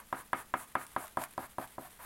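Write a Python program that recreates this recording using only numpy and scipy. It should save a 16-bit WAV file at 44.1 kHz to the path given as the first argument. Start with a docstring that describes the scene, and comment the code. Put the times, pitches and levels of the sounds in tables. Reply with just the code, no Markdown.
"""First comes the tail of a pencil stroke, then quick strokes, about five a second, shading paper on a desk.
Each of these but the last lands with a tick (a burst of noise) and a hollow knock (a push through
desk resonances); the last is only a drag. In a drag the lead moves over the paper grain: dense random
clicks are filtered into rasp and hollow tone, and clicks mixed with smooth noise into hiss.
Between strokes the hand slides back softly, as smoother filtered noise.
All this is close to a phone in a small room, with quiet air noise and a faint hum behind it."""
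import sys
import numpy as np
from scipy import signal
from scipy.fft import rfft, irfft
from scipy.io import wavfile
from scipy.ndimage import uniform_filter1d

SR = 44100
rng = np.random.default_rng(int(sys.argv[2]) if len(sys.argv) > 2 else 0)


def materialize(psi):
    """Save the field psi as 16-bit PCM at rate SR to the path in sys.argv[1].

    A 1-D psi becomes a single channel; in a 2-D psi each row is a channel.
    """
    bounded = np.clip(np.atleast_2d(psi).T, -1, 1)
    quanta = np.round(bounded * 32767).astype(np.int16)
    wavfile.write(sys.argv[1], SR, quanta)


N = 90404  # length in samples


def undb(db):
    """Turn decibels into a gain."""
    return 10 ** (np.asarray(db) / 20)


def unit(x):
    """Scale a sound to an rms level of 1."""
    return x / np.sqrt(np.mean(x ** 2))


def through(x, response):
    """Pass a sound through an impulse response."""
    return signal.fftconvolve(x, response)[:N]


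def colour(x, points, size=4096):
    """Filter a sound with a given spectrum, as a minimum-phase response of unit energy."""
    hz, db = np.array(points, float).T
    f = np.maximum(np.arange(size // 2 + 1) * SR / size, 1)
    level_db = np.interp(np.log(f), np.log(hz), db)
    # folding the cepstrum forward in time makes the filter start at once
    cepstrum = irfft(np.log(undb(level_db)))
    cepstrum[1:size // 2] *= 2
    cepstrum[size // 2 + 1:] = 0
    response = irfft(np.exp(rfft(cepstrum)))
    return through(x, response / np.linalg.norm(response))


def flutter(hz):
    """Make a smooth random wobble with an rms of 1; higher hz wobbles faster."""
    k = max(int(SR / hz), 2)
    smooth = uniform_filter1d(rng.standard_normal(N), k)
    return unit(uniform_filter1d(smooth, k))


def fade(age, decay_s):
    """Start suddenly at age 0, then die away exponentially."""
    return (age >= 0) * np.exp(-np.maximum(age, 0) / decay_s)


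def ring_down(t, t60_s):
    """Die away by 60 dB in t60_s."""
    return np.exp(-np.log(1000) * t / t60_s)


# spectrum of the room noise: pitch_hz, relative level_db (per Hz)
AIR_SPECTRUM = [(20, -0.5), (60, 0.5), (100, -7.5), (210, -7), (300, -10), (500, -12), (1000, -15),
                (2000, -14.5), (3500, -19.5), (5500, -21.5), (11000, -18), (16000, -20)]
AIR_DB = -60.5
HUM_HZ, HUM_DB = 218, -75


def air(t):
    """Quiet room noise is filtered noise; the faint hum is a sine with a wavering phase."""
    hum = unit(np.sin(2 * np.pi * HUM_HZ * t + 1.16 * flutter(7.8)))
    noise = colour(rng.standard_normal(N), AIR_SPECTRUM)
    return undb(AIR_DB) * noise + undb(HUM_DB) * hum


ROOM_T60_S, ROOM_DELAY_S, ROOM_BUILD_S = 0.15, 0.0036, 0.0037


def room(t):
    """Many blurred reflections: noise that builds up, then dies away, with unit energy."""
    build = np.clip((t - ROOM_DELAY_S) / ROOM_BUILD_S, 0, 1)
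    tail = rng.standard_normal(N) * build * ring_down(t, ROOM_T60_S)
    return tail / np.linalg.norm(tail)


# return slides of the hand: start_s, length_s, level_db
HAND_SLIDES = [(0.034, 0.12, -65), (.24, 0.052, -63), (0.454, 0.055, -62), (0.664, 0.063, -59),
               (0.864, 0.093, -58.5), (1.032, 0.13, -63), (1.285, 0.069, -61.5), (1.494, 0.048, -59),
               (1.68, 0.079, -58.5), (1.897, 0.084, -60)]
# spectrum of the slides: pitch_hz, relative level_db (per Hz)
SLIDE_SPECTRUM = [(200, -16), (900, 2.5), (1600, 2), (2500, -2.5), (3400, -0.5), (5000, -10.5), (7000, -7),
                  (9000, 1.5), (11500, 2.5), (13500, -5.5), (16000, -19)]
SLIDE_POWER = 0.17  # low power: quick rise, nearly flat middle
SLIDE_ROUGH_DB = 3


def slides(t):
    """The hand brushes back over the sheet, as noise smoother than the lead's grain."""
    loudness = np.zeros(N)
    for start_s, length_s, level_db in HAND_SLIDES:
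        progress = np.clip((t - start_s) / length_s, 0, 1)
        loudness += undb(level_db) * np.abs(np.sin(np.pi * progress)) ** SLIDE_POWER
    roughness = undb(SLIDE_ROUGH_DB * flutter(200))
    return colour(loudness * rng.standard_normal(N) * roughness, SLIDE_SPECTRUM)


GRAINS_PER_S, GRAIN_SPREAD_DB = 20000, 1.5
JUDDER_DB, JUDDER_HZ = 3.02, 222


def grain():
    """Dense tiny slips over the paper fibres, uneven in size, with judder in their strength."""
    slips = rng.random(N) < GRAINS_PER_S / SR
    size = undb(GRAIN_SPREAD_DB * np.minimum(rng.exponential(size=N), 5))
    direction = rng.choice([-1, 1], N)
    judder = undb(JUDDER_DB * flutter(JUDDER_HZ))
    return unit(slips * size * direction * judder)


# landings of the lead: time_s, relative force_db, corner_hz (lower is softer), relative tick_db
LEAD_LANDINGS = [(.1273, 8.6, 1166, -3), (0.3315, 10, 1620, -2), (0.5395, 10.5, 1460, -2),
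                 (.7536, 10.5, 1490, -2), (.9637, 9.8, 1219, -2.5), (1.172, 12, 995, 2),
                 (1.379, 9.5, 833, -3), (1.5838, 10.5, 800, -4), (1.782, 7, 686, -16)]
# the lead or the sheet catches and crackles: time_s, level_db
PAPER_CATCHES = [(.866, -43), (1.057, -44), (1.069, -44), (1.079, -46), (1.218, -35), (1.238, -37),
                 (1.336, -50.5), (1.675, -49.5)]
# spectra of the tick and the crackle: pitch_hz, relative level_db (per Hz)
TICK_SPECTRUM = [(500, -46), (3000, 11), (5500, -8), (8500, 1), (10800, 10), (13000, -2), (16500, -7)]
CRACKLE_SPECTRUM = [(300, -15), (1000, 14.5), (2500, 10.5), (4200, 5.5), (6000, 1.5), (9000, 9.5),
                    (12000, 10), (16000, -14)]
TICK_DB, TICK_LEAD_S, TICK_DECAY_S = -36.5, 0.00044, 0.00094
CATCH_DECAY_S = 0.0029


def ticks(t):
    """The tip crushes the paper just before the desk takes the blow; now and then it catches."""
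    touch, catch = np.zeros(N), np.zeros(N)
    for time_s, _, _, tick_db in LEAD_LANDINGS:
        touch += undb(tick_db) * fade(t - time_s + TICK_LEAD_S, TICK_DECAY_S)
    for time_s, level_db in PAPER_CATCHES:
        catch += undb(level_db) * fade(t - time_s, CATCH_DECAY_S)
    tick = colour(touch * rng.standard_normal(N), TICK_SPECTRUM)
    crackle = colour(catch * grain(), CRACKLE_SPECTRUM)
    return undb(TICK_DB) * tick + crackle


# broad resonances of the desk under the paper: pitch_hz, width_hz, relative level_db
DESK_RESONANCES = [(125, 76, -12.5), (316, 260, -13), (540, 67, -20.5), (995, 194, 0.5), (1278, 71.5, 10),
                   (1392, 56, 2.7), (1687, 170, -2.3), (2690, 310, -7), (3390, 170, -9)]
# reflections from things close by: delay_s, gain (minus flips the wave)
NEAR_REFLECTIONS = [(.00184, 0.32), (.0023, -0.95), (.00303, 0.84), (.00405, -0.4)]
# faint long rings of the desk: pitch_hz, relative level_db, t60_s (time to fall 60 dB)
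DESK_RINGS = [(134.74, -61.5, 0.29), (261.3, -60, .25), (342.2, -65.5, 0.27), (804.5, -55, 0.25),
              (1091.7, -74.5, 0.58), (1240, -49, 0.28), (1607, -59, 0.3), (1610, -64, 0.13),
              (1820, -61, 0.033)]
# spectrum of the knocks' room tail: pitch_hz, relative level_db (per Hz)
ROOM_SPECTRUM = [(50, -28.5), (95, -25), (130, -11.5), (170, -14.5), (250, -4.5), (480, -8), (680, -3.5),
                 (1000, -2), (1600, -0.5), (2200, 3), (3200, -7.5), (6000, -6), (16000, -13)]
RING_DB, ROOM_DB = -1.5, -12


def knocks(t):
    """Each landing is a short smooth push on the desk, which thuds, rings faintly and echoes."""
    push = np.zeros(N)
    for time_s, force_db, corner_hz, _ in LEAD_LANDINGS:
        blow = undb(force_db) * signal.unit_impulse(N, round(time_s * SR))
        push -= signal.lfilter(*signal.butter(3, corner_hz, fs=SR), blow)
    thud = np.zeros(N)
    for pitch_hz, width_hz, level_db in DESK_RESONANCES:
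        resonance = signal.iirpeak(pitch_hz, pitch_hz / width_hz, fs=SR)
        thud += undb(level_db) * signal.lfilter(*resonance, push)
    near = thud.copy()
    for delay_s, gain in NEAR_REFLECTIONS:
        near += gain * np.interp(t - delay_s, t, thud, left=0)
    rings = np.zeros(N)
    for pitch_hz, level_db, t60_s in DESK_RINGS:
        rings += undb(level_db) * np.sin(2 * np.pi * pitch_hz * t) * ring_down(t, t60_s)
    ringing = undb(RING_DB) * through(push, rings)
    echo = undb(ROOM_DB) * colour(through(push, room(t)), ROOM_SPECTRUM)
    return near + ringing + echo


# drags of the lead: start_s, length_s, rasp_db, hollow_db, hiss_db, hiss centre_hz,
# swell (a power without unit: low is even, high is peaked)
LEAD_DRAGS = [(-.07, 0.1, -47.5, -58, -49.5, 10200, 2.5), (0.129, 0.11, -49.5, -61, -50.5, 10240, 1.8),
              (0.333, 0.11, -48.5, -59.5, -50, 10170, 1.4), (0.543, 0.12, -54, -60.5, -49, 10100, 1.15),
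              (0.758, 0.11, -49.5, -59.5, -50.5, 10000, 1.35), (0.963, .11, -51, -52.5, -50, 10400, 0.71),
              (1.173, 0.093, -48.5, -47, -46.5, 10400, 0.9), (1.38, 0.096, -48.5, -49.5, -53, 10900, 0.5),
              (1.584, .08, -47.5, -48, -53, 10880, .4), (1.783, .11, -57, -55.5, -55, 11360, 0.49),
              (1.984, 0.13, -52, -57, -51, 11300, 0.86)]
# spectra of the three parts of a drag: pitch_hz, relative level_db (per Hz)
RASP_SPECTRUM = [(40, -16), (130, -4.5), (190, -23.5), (330, -12.5), (530, -9), (700, -11.5), (1000, 3.5),
                 (1300, -3.5), (1650, -2), (2100, -10), (2800, -19.5), (4500, -25.5), (16000, -64)]
HOLLOW_SPECTRUM = [(100, -19), (340, -20), (540, -14), (630, 4.5), (800, 0), (950, -2.5), (1250, -21),
                   (2500, -22.5), (8000, -35)]
HISS_SPECTRUM = [(200, -28), (2000, -3), (3500, -6), (5200, -13), (7000, -5), (8700, 1), (11500, 4),
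                 (13200, -5), (15000, -6), (16500, -2)]  # moved up or down in pitch for each drag
PRESS_ATTACK_S, PRESS_RELEASE_S = 0.022, 0.038
SPEED_PEAK_SHARE = 0.6  # the tip is fastest at this share of the drag
HISS_CENTRE_HZ = 10300  # a drag with this centre leaves the hiss spectrum unmoved
HISS_GRAIN_SHARE = 0.21  # share of the hiss power made of grain; the rest is smooth noise


def drags(t):
    """Pressure makes the desk rasp and sound hollow; the speed of the tip makes the paper hiss."""
    rasp, hollow, hiss = np.zeros(N), np.zeros(N), np.zeros(N)
    rough = np.sqrt(HISS_GRAIN_SHARE) * grain()
    fibres = rough + np.sqrt(1 - HISS_GRAIN_SHARE) * rng.standard_normal(N)
    for start_s, length_s, rasp_db, hollow_db, hiss_db, centre_hz, swell in LEAD_DRAGS:
        age = t - start_s
        press = np.clip(age / PRESS_ATTACK_S, 0, 1)
        release = np.clip((length_s - age) / PRESS_RELEASE_S, 0, 1)
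        rasp += undb(rasp_db) * press * release
        hollow += undb(hollow_db) * press * release
        ramp = np.interp(age / length_s, [0, SPEED_PEAK_SHARE, 1], [0, 1, 0])
        speed = np.sin(np.pi / 2 * ramp)
        shifted = [(hz * centre_hz / HISS_CENTRE_HZ, db) for hz, db in HISS_SPECTRUM]
        hiss += colour(undb(hiss_db) * speed ** swell * fibres, shifted)
    return colour(grain() * rasp, RASP_SPECTRUM) + colour(grain() * hollow, HOLLOW_SPECTRUM) + hiss


FRICTION_ROOM_DB, ROOM_DAMP_HZ = -7, 3400


def scene():
    """Knocks and friction over the quiet air of the room, which swallows treble in the friction's echo."""
    t = np.arange(N) / SR
    friction = slides(t) + ticks(t) + drags(t)
    echo = through(friction, room(t))
    wash = signal.lfilter(*signal.butter(1, ROOM_DAMP_HZ, fs=SR), echo)
    mix = air(t) + knocks(t) + friction + undb(FRICTION_ROOM_DB) * wash
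    return mix[None]  # one channel


TOP_HZ = 15900


def record(dry):
    """The phone cuts the top with a steep low-pass filter."""
    low_pass = signal.ellip(10, .1, 70, TOP_HZ, fs=SR, output="sos")
    return signal.sosfilt(low_pass, dry)


dry = scene()
out = record(dry)
materialize(out)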